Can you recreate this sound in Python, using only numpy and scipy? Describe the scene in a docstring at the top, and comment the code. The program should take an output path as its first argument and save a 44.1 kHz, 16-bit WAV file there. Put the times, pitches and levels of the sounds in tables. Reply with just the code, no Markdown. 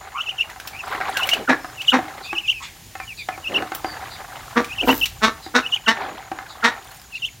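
"""Wavy peeps in runs and short hoarse quacks: half-grown ducklings beg nearby on wet ground, voices breaking.
The peeps are gliding tones with a faint overtone; the quacks are pulse trains ringing a throat filter.
One dabbles and steps in a shallow plastic basin: blows ring decaying modes, and water is streams of bubbles.
Farther off a small bird chirps and an insect pulses in outdoor air; decaying noise gives a short yard echo."""
import sys
import numpy as np
from scipy import signal
from scipy.fft import rfft, irfft, next_fast_len
from scipy.io import wavfile
from scipy.ndimage import map_coordinates

SR = 44100
rng = np.random.default_rng(int(sys.argv[2]) if len(sys.argv) > 2 else 0)


def pcm_store(signal):
    """Save signal as 16-bit PCM."""
    levels = np.round(np.clip(np.atleast_2d(signal), -1, 1) * 32767)
    wavfile.write(sys.argv[1], SR, levels.astype(np.int16).T)


N = 326340

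# Quacks: (time [s], length [s], starting pitch [Hz], chest gain [dB], mouth resonance [Hz],
#          brightness [dB], level of the whistle that leads in [dB])
QUACK_CALLS = [(1.482, 0.05, 256.2, 3.5, 1740, -14, -23), (1.924, 0.05, 252.2, 2.5, 900, -15.5, -26),
               (4.557, .047, 230.5, 2, 1180, -16.5, -36), (4.871, 0.061, 258.6, 7.5, 925, -13, -35),
               (5.218, 0.068, 213.8, -4, 1190, -8.5, -39), (5.542, .05, 240.4, -2, 1380, -9.5, -42),
               (5.871, 0.045, 218.4, -6, 1880, -8.5, -26), (6.631, 0.056, 226.8, -8.5, 1830, -10, -26)]
# How hard the water is stirred: (time [s], level [dB])
STIRRING = [(0.0, -43.5), (0.72, -44.5), (1.03, -31.5), (1.4, -38), (1.63, -45), (2.21, -41), (2.43, -56.5),
            (3.26, -65), (3.4, -45), (3.61, -38.5), (4.88, -44), (4.97, -52.5), (5.87, -47), (6.02, -32),
            (6.18, -44.5), (6.74, -41), (7.11, -55), (7.4, -67)]


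def amp(db):
    """Amplitude ratio of a level: 20 dB is a factor of ten."""
    return 10 ** (np.asarray(db) / 20)


def unit(x):
    """Normalise the mean power, so that the rms is 1."""
    return x / np.sqrt(np.mean(x ** 2) + 1e-20)


def along(points, hz):
    """Interpolate (frequency [Hz], value) points on a logarithmic frequency axis."""
    f, v = np.transpose(points)
    return np.interp(np.log(hz + 1), np.log(f + 1), v)


def curves(rows):
    """Piecewise-linear envelopes: one value per sample for each column after the time."""
    s, *cols = np.transpose(rows)
    return [np.interp(np.arange(N) / SR, s, c) for c in cols]


def clock(length):
    """Sampled time axis of a short sound [s]."""
    return np.arange(int(length * SR)) / SR


def wobble(rate, size=N):
    """Band-limited random modulation: a smooth curve through rate random knots a second."""
    knots = rng.standard_normal(int(size * rate / SR) + 4)
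    return map_coordinates(knots, [np.arange(size) * rate / SR])


def add(track, s, sound):
    """Superposition: add a sound to a track from time s [s]."""
    part = track[max(round(s * SR), 0):][:len(sound)]
    part += sound[:len(part)]


def coloured(x, db_of_hz):
    """Minimum-phase filter: folding the real cepstrum makes the given gain curve causal."""
    m = 2 * next_fast_len(len(x) // 2 + 2048)
    gain = amp(db_of_hz(np.fft.rfftfreq(m, 1 / SR)))
    cepstrum = irfft(np.log(gain + 1e-6))
    cepstrum[1:m // 2] *= 2
    cepstrum[m // 2 + 1:] = 0
    return irfft(rfft(x, m) * np.exp(rfft(cepstrum)))[:len(x)]


def noise(spectrum, size=N):
    """Filtered white noise of rms 1 with a (frequency [Hz], gain [dB]) spectrum."""
    return unit(coloured(rng.standard_normal(size), lambda f: along(spectrum, f)))


def phase_of(hz):
    """Phase [rad] as the running integral of a pitch curve."""
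    return 2 * np.pi * np.cumsum(hz) / SR


def peeps():
    """Frequency modulation through a resonance: pitch crests, dips and crests; the throat band sets loudness."""
    # Peeps: (time of the dip [s], dip pitch [Hz], last crest before overshoot [Hz], relative level [dB])
    peep_calls = [(.198, 2630, 3240, -18.5), (.279, 2610, 2990, -18), (0.397, 2636, 2840, -14),
                  (1.22, 2606, 2920, -15.5), (1.322, 2785, 2930, -9), (1.798, 2580, 3180, -23),
                  (1.889, 2844, 3500, -2), (2.298, 2480, 2615, -23.5), (2.37, 2550, 2990, -16),
                  (2.491, 2716, 3165, -7.5), (3.458, 2555, 2820, -20.5), (3.554, 2683, 2864, -10.5),
                  (4.707, 2430, 2740, -26.5), (4.797, 2596, 3090, -13.5), (4.894, 2660, 2960, -11),
                  (5.025, 2628, 2900, -9), (5.646, 2560, 2920, -23.5), (5.733, 2814, 3340, -9.5),
                  (5.876, 2720, 3010, -14), (7.141, 2546, 2740, -25), (7.239, 2685, 3395, -15)]
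    # Breath pressure through a peep: (swings from its dip, level [dB])
    breath_push = [(-2, -28), (-1.1, -17), (-.55, -3), (0, -3), (.65, 0), (1, -6.5), (1.4, -15), (2, -29)]
    # Throat gain: open at low pitch, a dip near 2600 Hz, closing above 3 kHz: (frequency [Hz], gain [dB])
    throat_gain = [(2200, 2.5), (2600, -4.5), (2950, -1.5), (3080, -6.5), (3220, -17), (3600, -22)]
    breath_spectrum = [(1500, -17), (2600, -18), (3400, 8.5), (4500, -10.0), (7000, -6.5), (10000, -12)]
    usual_db, jitter, second_db, breath_db = -14.5, .018, -30, -31
    overshoot, overshoot_swings = .25, .2  # share of the last swing, and its duration in swings
    out = np.zeros(N)
    for s, dip_hz, last_hz, db in peep_calls:
        harder_db = db - usual_db
        # time from dip to crest [s]: wider swings and softer peeps take longer
        half = .018 + .013 * (last_hz - dip_hz) / 1000 - .0003 * harder_db
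        first_hz = dip_hz * (1.22 + .009 * harder_db)  # a harder peep has a higher first crest
        swell_db = 4.5 - .25 * harder_db  # a soft peep swells more towards its end

        u = clock(4 * half) / half - 2
        leg = np.floor(u) + (1 - np.cos(np.pi * (u % 1))) / 2  # cosine glide between turning points
        hz = np.interp(leg, np.arange(-2, 3), [2500, first_hz, dip_hz, last_hz, 2250])
        hz = hz + overshoot * (last_hz - dip_hz) * np.exp(-((u - 1) / overshoot_swings) ** 2)
        hz = hz * (1 + jitter * np.abs(u) * wobble(714, len(u)))  # steady in the middle, ragged at the ends

        push = amp(db + np.interp(u, *np.transpose(breath_push)) + swell_db * np.clip(u, -1, 1))
        push = push * amp(2.5 * np.abs(u) * wobble(300, len(u)))  # the weak ends flicker

        phase = phase_of(hz)
        overtone_gain = amp(second_db + 3 * wobble(400, len(u)))
        overtone = overtone_gain * np.sin(2 * phase + .5 * wobble(900, len(u)))
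        breath = amp(breath_db) * noise(breath_spectrum, len(u))
        reediness = np.maximum(push / amp(-14), amp(-30)) ** -.3  # soft notes are reedier than loud ones
        note = amp(along(throat_gain, hz)) * np.sin(phase) + reediness * overtone + breath
        add(out, s - 2 * half, push * note * signal.windows.tukey(len(u), .1))
    return out


def quacks():
    """Source-filter voice: the syrinx slaps shut 210-280 times a second; slaps and air puffs ring the throat."""
    # Effort through a quack: (share of its length, level [dB])
    effort_curve = [(0, -3.5), (.2, 9.5), (.45, 15), (.7, 0.5), (1, 9.5)]
    # Throat and bill transfer function: (frequency [Hz], gain [dB])
    throat_gain = [(120, -19), (230, 6.5), (500, 0.5), (680, -4.5), (950, -4), (1300, -3), (1850, -3),
                   (2250, -3.5), (3000, -8.5), (3800, 0), (4900, -8), (5650, -5.5), (6900, -14),
                   (12000, -30.5)]
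    puff_spectrum = [(300, -1.0), (900, 12.0), (3000, 9)]
    level_db, pitch_rise = -15, .06  # rms while sounding; share of the pitch gained
    mouth_db, mouth_width, slack_db = 7, .098, -14
    clear_hz, clear_rough, rough_per_hz = 220, .22, .012  # hoarser above the easy pitch
    out = np.zeros(N)
    for s, length, pitch_hz, chest_db, mouth_hz, bright_db, _ in QUACK_CALLS:
        rough = np.clip(clear_rough + rough_per_hz * (pitch_hz - clear_hz), 0, 1)
        u = clock(length) / length
        hz = pitch_hz * (1 + pitch_rise * u) * (1 + .06 * rough * wobble(400, len(u)))
        turns = phase_of(hz) / (2 * np.pi)
        slaps = unit(np.diff(np.floor(turns), prepend=-1))
        puffs = unit(rng.standard_normal(len(u)) * np.exp(-3 * (turns % 1)))
        puffs = coloured(puffs, lambda f: along(puff_spectrum, f))
        effort = amp(np.interp(u, *np.transpose(effort_curve)) + 2.9 * rough * wobble(380, len(u)))
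        source = effort * (slaps - slaps.mean() + .7 * rough * puffs)

        def tense_db(f):
            """Vocal-tract resonance: throat, chest, brightness and a mouth peak add in dB."""
            mouth = mouth_db * np.exp(-(np.log((f + 1) / mouth_hz) / mouth_width) ** 2)
            chest = along([(500, chest_db), (900, 0)], f)
            brightness = along([(1900, 0), (4500, bright_db)], f)
            return along(throat_gain, f) + chest + brightness + mouth

        def slack_tone_db(f):
            """Spectral tilt: a slack voice has weaker high frequencies."""
            return tense_db(f) + along([(1500, 0), (4000, slack_db)], f)

        # the edge comes after the first slaps and fades early
        tense = np.interp(u, [0, .22, .45, 1], [0.19, 1, 0.75, 0.42])
        room_to_ring = ((0, 0), (0, SR // 50))
        hard, soft = np.pad([source * tense, source * (1 - tense)], room_to_ring)
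        voice = dispersed(coloured(hard, tense_db) + coloured(soft, slack_tone_db))
        add(out, s, amp(level_db) * voice / np.std(voice[:len(u)]))
    return out


def dispersed(x, lag=.0022):
    """Dispersion: the windpipe draws each slap out, delaying higher frequencies by up to lag [s]."""
    hz = np.fft.rfftfreq(len(x), 1 / SR)
    delay = lag * (1 - np.exp(-hz / 2500))
    cycles = np.cumsum(delay) * hz[1]  # phase is the integral of group delay
    return irfft(rfft(x) * np.exp(-2j * np.pi * cycles), len(x))


def slurs():
    """Pitch glides: soft notes between the peeps, and a falling whistle that breaks into each quack."""
    # Soft slurred notes: (time [s], length [s], from pitch [Hz], to pitch [Hz], level [dB])
    soft_notes = [(0.137, 0.078, 1050, 1395, -29), (0.718, 0.077, 2200, 2600, -39.5),
                  (0.784, 0.038, 2850, 2450, -33), (1.139, .089, 1685, 1356, -27.5),
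                  (1.187, 0.026, 1454, 823, -28), (2.236, 0.057, 2330, 2740, -40),
                  (2.423, 0.065, 2800, 2370, -35), (2.518, 0.096, 2790, 2430, -37),
                  (2.596, 0.07, 1008, 1250, -40.5), (2.979, 0.083, 2550, 2240, -42),
                  (3.064, .085, 3140, 2120, -37), (3.172, 0.072, 2635, 2180, -36),
                  (3.31, .059, 2600, 2120, -41.5)]
    out = np.zeros(N)
    for s, length, from_hz, to_hz, db in soft_notes:
        rough = .78 * 1100 / from_hz  # higher notes are cleaner
        add(out, s, amp(db) * slur(length, from_hz, to_hz, rough))
    for s, *_, db in QUACK_CALLS:
        add(out, s - .01, amp(db) * slur(.0277, 1650, 1054, rough=.28))
    return out


def slur(length, from_hz, to_hz, rough):
    """Frequency and amplitude modulation: a gliding whistle of rms 1 that flutters when rough."""
    n = int(length * SR)
    phase = phase_of(np.linspace(from_hz, to_hz, n) * (1 + 0.079 * rough * wobble(678, n)))
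    tone = np.sin(phase) + 0.31 * rough * np.sin(2 * phase)
    tone = tone * (1 + rough * wobble(458, n))
    return unit(tone * signal.windows.tukey(n, .7))


def knocks():
    """Modal synthesis: each blow rings the basin's modes at new strengths; sharp blows favour the high ones."""
    # Blows of feet and bills on the basin: (time [s], peak level [dB], sharpness [dB per octave])
    strong_blows = [(.562, -26, -2), (.95, -13, -1), (1.004, -17.5, 1), (1.012, -12, 7),
                    (1.333, -14.5, 0.5), (1.646, -18, -2.5), (1.99, -10.5, -9), (2.33, -13.5, -4.5),
                    (2.954, -21.5, 2.5), (3.001, -16.5, 3), (3.288, -10.5, 1), (3.378, -21.5, -2.5),
                    (3.623, -13.5, -4), (3.72, -13.5, -1), (3.846, -9, -3.5), (5.464, -19, -7),
                    (6.317, -15.5, -6), (6.388, -17.5, -1.5)]
    # Basin modes, damped by its water: (mean frequency [Hz], relative level [dB], decay time t60 [s])
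    basin_modes = [(310, -13, .06), (755, -1, .05), (1050, -7, .035), (1300, -7, .03), (1500, -5, .03),
                   (1750, -6, .035), (2080, -6, .03), (2500, -14, .03)]
    slap_spectrum = [(200, -13), (700, 5.5), (2200, 1.0), (5000, -11.0), (12000, -26)]
    slap_gain, slap_t60, onset_s = .62, .021, .00063
    out, t = np.zeros(N), clock(.15)
    for s, db, sharp_db in strong_blows + taps():
        load = rng.normal(1, .04)  # the shifting water retunes the basin
        ring = np.zeros(len(t))
        for hz, mode_db, t60 in basin_modes:
            strength_db = mode_db + 2 * rng.standard_normal() + sharp_db * np.log2(hz / 1000)
            ring += amp(strength_db - 60 * t / t60) * np.sin(2 * np.pi * (hz * load * t + rng.random()))
        slap = slap_gain * noise(slap_spectrum, len(t)) * amp(-60 * t / slap_t60)
        hit = (ring + slap) * (1 - np.exp(-t / onset_s))
        add(out, s - .001, amp(db) * hit / np.abs(hit).max())
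    return out


def taps(per_s=6, over_stirring_db=9.5, scatter_db=.5):
    """Random point process: light bill taps follow the stirring; rows of (time, peak level, sharpness)."""
    draws = rng.random((int(per_s * N / SR), 3))
    s = draws[:, 0] * N / SR
    strength, sharpness = scatter_db * (2 * draws[:, 1:].T - 1)
    peak_db = np.interp(s, *np.transpose(STIRRING)) + over_stirring_db + strength
    return list(zip(s, peak_db, sharpness))


def water():
    """Bubble resonance: a bill churns shallow water into small bubbles coloured by the basin, over deep gulps."""
    # Basin's colouring of the churn: (frequency [Hz], gain [dB])
    churn_gain = [(180, -14), (300, -28), (388, -8), (473, -13), (757, -3.5), (860, -3.5), (1010, -3),
                  (2050, -0.5), (2570, -5), (4060, -4), (4740, -10.5), (5790, -18), (9000, -48),
                  (11700, -83), (19800, -120)]
    # A foot or bill shoves water aside: (time [s], length [s], bubbles level [dB], deep gulps level [dB])
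    shoves = [(0.848, 0.15, -33.5, -62), (1.338, 0.12, -44, -33.5), (3.468, 0.21, -38.5, -31.5),
              (4.811, 0.057, -43, -27), (5.956, 0.26, -45, -42)]
    wash_spectrum = [(120, -24.5), (230, -8.5), (400, -8.0), (700, -2.5), (1400, -39.0)]
    stirring = amp(curves(STIRRING)[0] + 2 * wobble(14))
    smacks = amp(2.8 * wobble(75))  # the bill works in quick uneven bites
    churn = smacks * (bubbles(900, 1250, .55, 4, 3.5) + .7 * rng.standard_normal(N))
    churn = unit(coloured(churn, lambda f: along(churn_gain, f)))
    # the churning keeps the basin's main mode ringing
    hum = unit(signal.lfilter(*signal.iirpeak(775, 18, SR), churn))
    gulps = bubbles(600, 379, .313, 4.7, 1.2) + .91 * noise(wash_spectrum)
    dabble_gain = amp(.5) * stirring + strokes([(s, length, db) for s, length, db, _ in shoves])
    slosh_gain = amp(-15) * stirring + strokes([(s, length, db) for s, length, _, db in shoves])
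    return dabble_gain * (churn + amp(-10) * hum) + slosh_gain * unit(gulps)


def bubbles(rate, centre_hz, spread, cycles, size_db):
    """Damped oscillators: a stream of rising pings of random pitch and size, rms 1, decaying over cycles."""
    count, t = int(rate * N / SR), clock(0.098)
    when, size = rng.random((2, count, 1))
    hz = centre_hz * np.exp(spread * rng.standard_normal((count, 1)))
    strength = amp(-size_db * np.log(0.058 + size))
    grains = strength * np.sin(2 * np.pi * hz * t * (1 + 4 * t)) * np.exp(-t * hz / cycles)
    places = (when * N).astype(int) + np.arange(len(t))
    return unit(np.bincount(places.ravel(), grains.ravel())[:N])


def strokes(rows):
    """Amplitude envelope: a gain that rises, holds and falls for each (time, length, level) row."""
    gain = np.zeros(N)
    for s, length, db in rows:
        add(gain, s, amp(db) * signal.windows.tukey(int(length * SR), .6))
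    return gain


def drops():
    """Impact and bubble resonance: a drop lands with a rising ring and a puff of spray; thin ticks join."""
    # Flung drops: (time [s], relative level [dB], starting pitch [Hz], relative spray level [dB])
    flung_drops = [(.4994, -22, 1890, -17), (0.6, -17, 1550, -30), (0.675, -20, 5250, -6),
                   (1.1704, -3.5, 2700, -33), (1.2322, -15, 2800, -15), (1.29, -2, 2230, -21),
                   (1.3354, -15.5, 2860, 0), (1.8174, -15, 2610, -42), (4.6446, -14, 2350, -28),
                   (5.0574, -18, 2780, 5)]
    # Thin high ticks: (time [s], relative level [dB])
    high_ticks = [(0.6751, -4), (1.274, -1), (3.7508, 2)]
    spray_spectrum = [(800, -17), (2500, 14.5), (6000, 5), (10000, -1.5), (14000, -1.0)]
    tick_spectrum = [(3000, -0.5), (9000, -7.5), (13000, 2), (16000, 5.0)]
    ring_t60, spray_t60, tick_t60 = .018, .057, .051  # [s]
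    out, t = np.zeros(N), clock(.06)
    for s, db, hz, spray_db in flung_drops:
        bubble = np.sin(2 * np.pi * hz * t * (1 + 4 * t)) * amp(-60 * t / ring_t60)
        spray = noise(spray_spectrum, len(t)) * amp(-60 * t / spray_t60)
        add(out, s, amp(db - 2) * (0.62 * bubble + (0.2 + amp(spray_db - 6)) * spray))
    for s, db in high_ticks:
        tick = noise(tick_spectrum, len(t)) * amp(-60 * t / tick_t60)
        add(out, s - .002, amp(db - 21.5) * tick)
    return out


def spatter(rate=45, spray_t60=.03):
    """Shot noise: fine droplets patter down in showers, with tiny rising pings and puffs of spray."""
    # Showers of fine droplets: (time [s], length [s], level [dB])
    droplet_showers = [(.82, .18, -45), (1.03, 0.34, -40), (6.8, 0.28, -49)]
    landings = (rng.random(N) < rate / SR) * amp(4 * rng.standard_normal(N))
    puffs = signal.fftconvolve(landings, amp(-60 * clock(.06) / spray_t60))[:N]
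    spray = unit(puffs * noise([(800, -13), (2500, 6), (6000, -3), (10000, 3), (14000, 3)]))
    pings = bubbles(110, 5000, .5, 18, 2.8)
    return strokes(droplet_showers) * (amp(-2) * pings + amp(-4) * spray)


def rush():
    """Amplitude-modulated noise: a brief sizzling hiss over a low rumble."""
    # Course of the rush: (time [s], hiss level [dB], rumble level before its trim [dB])
    rush_course = [(0, -85, -51), (.35, -85, -66), (4.45, -85, -66), (4.8, -70, -42), (4.88, -29, -37),
                   (5.03, -34, -42), (5.15, -57, -43), (5.35, -80, -46), (5.6, -85, -66)]
    # Hiss spectrum: (frequency [Hz], gain [dB])
    hiss_spectrum = [(2000, -17), (5000, -8), (9000, -12), (12000, -14), (12400, -1), (13600, 0),
                     (14300, -6), (15500, -6)]
    hiss_db, rumble_db = curves(rush_course)
    sizzle = unit(amp(3 * wobble(250)) * noise(hiss_spectrum))
    low = noise([(25, -18), (47, 0), (75, -7), (130, -8), (300, -35), (1000, -80)])
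    return amp(hiss_db) * sizzle + amp(rumble_db - 1) * low


def far_bird():
    """Two-voiced sound: paired falling glides make chirps; single ones make whistles, and one pair a rasp."""
    # Falling chirps: (time [s], relative level [dB])
    falling_chirps = [(2.216, -44.5), (3.161, -44.5), (4.098, -46.5), (5.411, -48), (6.476, -50.5),
                      (7.128, -50.5)]
    # Thin whistles: (time [s], from pitch [Hz], to pitch [Hz], relative level [dB])
    thin_whistles = [(1.58, 5340, 5050, -57.5), (3.817, 4887, 4463, -47.5)]
    out = np.zeros(N)
    for s, db in falling_chirps:
        key = rng.normal(1, .035)  # each chirp draws its own pitch
        lower = slur(.05, 4400 * key, 3400 * key, .45)
        upper = slur(.05, 4950 * key, 4550 * key, .45)
        add(out, s, amp(db) * (lower + .6 * upper))
    for s, from_hz, to_hz, db in thin_whistles:
        add(out, s, amp(db) * slur(.13, from_hz, to_hz, rough=.17))
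    # in the rasp one voice rises while the other falls
    rasp = slur(.045, 2000, 2400, 1.8) + slur(.045, 3700, 3200, 1.8)
    add(out, 2.612, amp(-43) * rasp)
    return out


def background():
    """Stationary and pulsed noise: outdoor air, and an insect's narrow band pulsing about 8 times a second."""
    # Outdoor air spectrum: (frequency [Hz], gain [dB])
    air_spectrum = [(15, -62), (25, 4), (111, 7), (185, -3), (575, -12.5), (754, -10.5), (1160, -15),
                    (1400, -18), (1650, -10.5), (2760, -9.5), (5880, -11.5), (6740, -12.5), (7920, -14.5),
                    (14800, -16), (16000, -18)]
    # Course of the air: (time [s], level before its 11 dB lift [dB])
    air_course = [(0, -60), (1.1, -55), (3, -55.5), (4.9, -54), (6.2, -59.5), (7.4, -58)]
    air = amp(curves(air_course)[0] + 11 + 0.35 * wobble(4.45)) * noise(air_spectrum)
    pulse = amp(4.5 * np.sin(phase_of(8.3 + .8 * wobble(3))))
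    insect = unit(pulse * noise([(5000, -43), (6450, -8.5), (6800, 10), (7150, -9.5), (8500, -47)]))
    return air + amp(-57) * insect


def bounced(x, strength_db):
    """Early reflections: the ground and the basin wall throw the calls back onto the direct sound."""
    # Reflections: (delay [s], relative level [dB])
    reflections = [(.0011, -16.5), (.0027, -38), (.0063, -12), (0.0123, -8.5), (.019, -11)]
    out = x.copy()
    for delay, db in reflections:
        add(out, delay, amp(db + strength_db) * x)
    return out


def yard(x):
    """Diffuse reverberation: convolution with noise whose frequencies die at their own speeds."""
    # Echo decay: (frequency [Hz], decay time t60 [s])
    echo_decay = [(200, 0.22), (1200, 0.3), (4000, 0.22), (12000, 0.17)]
    hz, t, z = signal.stft(rng.standard_normal(SR // 2), SR, nperseg=256)
    decay = amp(-60 * t / along(echo_decay, hz)[:, None])
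    tail = signal.istft(z * decay, SR, nperseg=256)[1]
    return signal.fftconvolve(x, np.pad(tail / np.linalg.norm(tail), (200, 0)))[:N]


def scene():
    """Mid-side stereo: direct calls are centred; independent background, drops, spatter, hiss, rumble
    and echo give width."""
    # Stereo width: (frequency [Hz], gain into the side channel [dB])
    side_gain = [(100, -41), (3000, -38), (5500, -12), (7500, -10), (15000, -11)]
    low_calls = bounced(quacks(), 0)
    high_calls = bounced(peeps() + slurs(), -9)
    basin = knocks() + drops() + spatter()
    bird = far_bird()
    bird = .45 * bird + yard(bird)  # far away: more echo than direct sound
    echo = yard(amp(-12.5) * low_calls + amp(-18.5) * high_calls + amp(-7.5) * basin)
    mid = low_calls + high_calls + basin + amp(4.5) * bird + water() + echo + background() + rush()

    spray_and_rush = rush() + drops() + spatter()
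    apart = background() + amp(2) * spray_and_rush + amp(-31) * yard(low_calls)
    side = coloured(apart, lambda f: along(side_gain, f))
    return np.array([mid + side, mid - side])


def record(dry):
    """Saturation and band limits: round off the highest peaks, weaken the deepest bass, cut the top."""
    ceiling, top_hz = .88, 15950
    held = dry / (1 + (dry / ceiling) ** 6) ** (1 / 6)
    m = next_fast_len(N + SR // 2)
    hz = np.fft.rfftfreq(m, 1 / SR)
    response = amp(along([(20, -18), (42, 0)], hz)) * (hz < top_hz)
    return irfft(rfft(held, m) * response, m)[:, :N]


dry = scene()
out = record(dry)
pcm_store(out)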